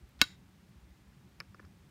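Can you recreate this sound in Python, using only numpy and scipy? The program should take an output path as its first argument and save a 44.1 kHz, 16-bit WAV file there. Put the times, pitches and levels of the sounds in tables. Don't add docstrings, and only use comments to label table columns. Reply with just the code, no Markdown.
import sys
import numpy as np
from scipy import signal
from scipy.fft import rfft, irfft
from scipy.io import wavfile

SR = 44100
rng = np.random.default_rng(int(sys.argv[2]) if len(sys.argv) > 2 else 0)


def store_pcm(level_fs):
    pcm = np.round(np.clip(level_fs, -1, 1) * 32767).astype(np.int16)
    wavfile.write(sys.argv[1], SR, np.atleast_2d(pcm).T)


def how_loud(loudness_db):
    steps = np.asarray(loudness_db, float) / 20
    return 10 ** steps


N = 83790


def rms_one(x):
    return x / np.sqrt(np.mean(x ** 2) + 1e-20)


def band_noise(noise, low_hz, high_hz):
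    band = signal.butter(2, [low_hz, high_hz], "band", fs=SR, output="sos")
    return signal.sosfilt(band, noise)


def drift(rate_hz):
    hop, settle = 40, 2000
    pole = np.exp(-2 * np.pi * rate_hz * hop / SR)
    chance = rng.standard_normal(N // hop + settle + 2)
    slow = signal.lfilter([1], [1, -2 * pole, pole * pole], chance)[settle:]
    return np.interp(np.arange(N) / hop, np.arange(len(slow)), rms_one(slow))


def coloured(spectrum, patchy_db, rate_hz):
    hz = np.maximum(np.fft.rfftfreq(N, 1 / SR), 1)
    point_hz, point_db = np.transpose(spectrum)
    inside = (hz >= point_hz[0]) & (hz <= point_hz[-1])
    level_db = np.interp(np.log(hz), np.log(point_hz), point_db)
    noise = rfft(rng.standard_normal(N)) * how_loud(level_db) * inside
    half_octave = 2 * np.log2(hz)
    first, last = np.floor(half_octave[inside].min()), np.ceil(half_octave[inside].max())
    total = np.zeros(N)
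    for centre in np.arange(first, last + 1):
        window = np.cos(np.pi / 2 * np.clip(half_octave - centre, -1, 1)) ** 2
        total += how_loud(patchy_db * drift(rate_hz)) * irfft(noise * window, N)
    return rms_one(total)


def strike(contacts, modes, scatter_db, crack_db):
    crack_t60_s, crack_low_hz = 0.0074, 900
    out, t = np.zeros(N + SR), np.arange(SR // 4) / SR
    hz, mode_db, t60_s = np.transpose(modes)[:, :, None]
    sign = (-1) ** np.arange(len(hz))[:, None]
    vibration = sign * how_loud(-60 * t / t60_s) * np.sin(2 * np.pi * hz * t)
    for start_s, db, top_hz, bottom_hz in contacts:
        reach = how_loud(mode_db + scatter_db * rng.standard_normal(hz.shape))
        reach = reach / (1 + (hz / top_hz) ** 5) / (1 + (bottom_hz / hz) ** 4)
        rings = (reach * vibration).sum(axis=0)
        burst = rng.standard_normal(len(t)) * how_loud(crack_db - 60 * t / crack_t60_s)
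        crack = band_noise(burst, max(crack_low_hz, bottom_hz), min(crack_low_hz + top_hz, .45 * SR))
        first = int(start_s * SR)
        out[first:first + len(t)] += how_loud(db) * (rings + crack)
    return out[:N]


# (frequency [Hz], level [dB per Hz])
RUMBLE_SPECTRUM = [(15, -50.5), (25, -20), (41, -7.5), (64, -4.5), (167, -7.5), (195, -5), (226, -12.5),
                   (353, -21), (450, -29), (580, -63), (990, -120)]


def rumble():
    return how_loud(-61) * coloured(RUMBLE_SPECTRUM, patchy_db=2.5, rate_hz=6.0)


# (frequency [Hz], level [dB per Hz])
HISS_SPECTRUM = [(210, -30), (350, -4), (467, -11.5), (557, -8), (664, -13.5), (730, -10), (2100, -13.5),
                 (14300, -28.5), (16000, -26.5)]


def hiss():
    return how_loud(-69.5) * coloured(HISS_SPECTRUM, patchy_db=0.08, rate_hz=1.3)


# (time [s], level [dB], frequency [Hz], length [s])
LOW_SWELLS = [(0.033, -44.5, 59.5, 0.036), (0.021, -64, 350, 0.037), (0.19, -50, 58.4, 0.067),
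              (0.319, -54, 190, 0.045), (.65, -65.5, 59.5, .05), (0.772, -49.5, 65, .04),
              (0.835, -51.5, 60, .06), (.91, -48.5, 60, .05), (1.06, -58.5, 195.3, .05),
              (1.089, -55, 60, 0.048), (1.18, -54, 139.1, 0.043), (1.254, -55.5, 191, 0.052),
              (1.391, -54.5, 61.3, 0.038), (1.502, -49.5, 100.6, 0.035), (1.526, -56, 195, 0.083),
              (1.654, -51, 84.1, .05), (1.807, -58, 59.9, .05)]


def swells():
    t, total = np.arange(N) / SR, np.zeros(N)
    for centre_s, db, hz, length_s in LOW_SWELLS:
        envelope = np.exp(-2 * ((t - centre_s) / length_s * 2) ** 2)
        total += how_loud(db) * envelope * np.sin(2 * np.pi * (hz * t + rng.random()))
    return total


# (frequency [Hz], level [dB], T60 [s])
ESCAPEMENT_MODES = [(8710, -5, 0.011), (11733, -8.5, 0.0067), (12570, -12, .006), (14800, -1, .007)]


def ticks():
    first_s, every_s, contact_gap_s = .0912, .2002, .0012
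    shut_db, open_gain_db = -69.5, 5
    contacts = []
    for beat_s in np.arange(first_s, N / SR, every_s):
        db = shut_db + open_gain_db * (beat_s < LID_CONTACTS[0][0])
        for k in range(2):
            contacts.append((beat_s + k * contact_gap_s, db, 20000, 20))
    return strike(contacts, ESCAPEMENT_MODES, scatter_db=5, crack_db=-32)


def scrape():
    start_s, start_db, rise_db = .191, -60, 4
    along = (np.arange(N) / SR - start_s) / (LID_CONTACTS[1][0] - start_s)
    rub = rms_one(band_noise(rng.standard_normal(N), 800, 3800))
    return rub * how_loud(start_db + rise_db * np.clip(along, 0, 1)) * (along > 0) * (along < 1)


# (time [s], level [dB], contact top [Hz], contact bottom [Hz])
LID_CONTACTS = [
    (.1920, -61, 9000, 4500),
    (.2150, -12.5, 15000, 100),
    (.2358, -44, 15000, 5000),
    (.2372, -33.5, 5007, 3300),
    (.2390, -33.5, 5953, 3000),
    (.2415, -39.5, 2600, 900),
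    (.2447, -38.5, 2800, 1200),
]
# (time [s], level [dB], contact top [Hz], contact bottom [Hz])
SEAT_CONTACTS = [
    (.2162, -15, 14200, 100),
    (.2175, -22, 6100, 99),
    (.2192, -15, 2360, 100),
]
# (frequency [Hz], level [dB], T60 [s])
LID_MODES = [(1159, -12, .038), (1485, -10.5, 0.075), (1823, -9.5, .03), (2165, -4.5, 0.033),
             (2737, -9, 0.032), (2813, -14.5, .04), (3206, -1, .02), (3880, -7, .075), (4335, -15, .05),
             (4614, -6.5, .03), (5290, -8, .03), (6710, -11.5, 0.032), (9035, -22, 0.043),
             (13650, -15, .03)]
# (frequency [Hz], level [dB], T60 [s])
BODY_MODES = [(200, -12, 0.029), (292, -15.5, 0.033), (500, -16.5, 0.021), (863.6, -18.5, 0.013),
              (1060, -17, 0.033), (1600, -6, 0.0052), (3886.6, 6, .004), (2521, -9.5, .015),
              (5120, -10, 0.017), (7700, -21, .03), (9900, -23, .022), (11110, -24.5, 0.017),
              (15060, -24, .024), (15810, -14, .012)]


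def snap():
    press_s, press_db_per_s = .241, 1301
    lid = strike(LID_CONTACTS, LID_MODES + BODY_MODES, scatter_db=1, crack_db=-4.5)
    seat = strike(SEAT_CONTACTS, BODY_MODES, scatter_db=1, crack_db=-4.5)
    pressed_for = np.clip(np.arange(N) / SR - press_s, 0, .1)
    return (lid + seat) * how_loud(-press_db_per_s * pressed_for)


# (frequency [Hz], level [dB], T60 [s])
INNER_MODES = [(1540, -61, 0.51), (2050, -60.5, 0.68), (2700, -60, 0.36), (3300, -62.5, .4),
               (3820, -53, .5), (4400, -61.5, 0.35), (4861, -60, .4), (5399, -60.5, .4),
               (7060, -55.5, 0.36), (9362, -57.5, .2), (13700, -68.5, .2)]


def shiver():
    width_hz, hold_after_s, hold_db_per_s = 160, 0.13, 399
    since = np.arange(N) / SR - LID_CONTACTS[1][0]
    pole, total = np.exp(-np.pi * width_hz / SR), np.zeros(N)
    for hz, db, t60_s in INNER_MODES:
        resonance = [1, -2 * pole * np.cos(2 * np.pi * hz / SR), pole * pole]
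        line = rms_one(signal.lfilter([1, 0, -1], resonance, rng.standard_normal(N)))
        total += how_loud(db - 60 * np.maximum(since, 0) / t60_s) * line
    return total * (since > 0) * how_loud(-hold_db_per_s * np.clip(since - hold_after_s, 0, .2))


def room(x):
    t60_s, high_t60_s, rise_s = 0.19, 0.22, 0.014
    t = np.arange(SR // 2) / SR
    low, high = rng.standard_normal((2, len(t))) * np.minimum(t / rise_s, 1)
    low = band_noise(low, 300, 5000) * how_loud(-60 * t / t60_s)
    high = signal.sosfilt(signal.butter(2, 5000, "high", fs=SR, output="sos"), high)
    tail = low + how_loud(-6) * high * how_loud(-60 * t / high_t60_s)
    return how_loud(-29.5) * signal.fftconvolve(x, tail / np.sqrt(np.sum(tail ** 2)))[:N]


# (time [s], level [dB], contact top [Hz], contact bottom [Hz])
TAP_CONTACTS = [(1.4022, -35.5, 12000, 500), (1.4075, -34, 2464, 900), (1.4165, -47.5, 1982, 300),
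                (1.5448, -34.5, 1400, 980), (1.5461, -44.5, 600.5, 300), (1.5455, -60, 9000, 4000),
                (1.5850, -54, 2600, 2000), (1.5950, -41, 1800, 900), (1.6000, -60, 6000, 5000),
                (1.5960, -40.5, 442, 200), (1.5990, -44, 2200, 300), (1.6285, -51, 1600, 500),
                (1.6380, -59, 1320, 300), (1.6410, -53.5, 1310, 300), (1.6479, -48, 2000, 900),
                (1.6520, -56, 6000, 5000)]
# (frequency [Hz], level [dB], T60 [s])
HELD_MODES = [(350, -6, 0.029), (504, -4.5, 0.019), (1065, -4.5, 0.013), (1200, -2.5, 0.013),
              (1403, -5.5, 0.023), (1730, -2.5, 0.014), (2340, -1.5, 0.012), (3000, -15, .015),
              (3840, -11, 0.0073), (4625, 0.5, .011), (5290, 1, 0.018), (7200, -15.5, .01),
              (11200, -15, 0.0092), (13750, -29, .012)]


def taps():
    return strike(TAP_CONTACTS, HELD_MODES, scatter_db=2, crack_db=-10.5)


def scene():
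    watch = snap() + scrape() + shiver() + taps() + ticks()
    background = rumble() + swells() + hiss()
    return (watch + room(watch) + background)[None]


def band_limit(x):
    return signal.sosfilt(signal.butter(12, 16570, fs=SR, output="sos"), x)


def record(dry):
    dip_hz, dip_width_hz, dip_share = 10500, 700, 0.26
    x = signal.sosfilt(signal.butter(4, 45, "high", fs=SR, output="sos"), dry)
    peak = signal.iirpeak(dip_hz, dip_hz / dip_width_hz, fs=SR)
    x = x - dip_share * signal.lfilter(*peak, x)
    x = signal.sosfilt(signal.cheby2(12, 60, 16600, fs=SR, output="sos"), x)
    return band_limit(x)


dry = scene()
out = record(dry)
store_pcm(out)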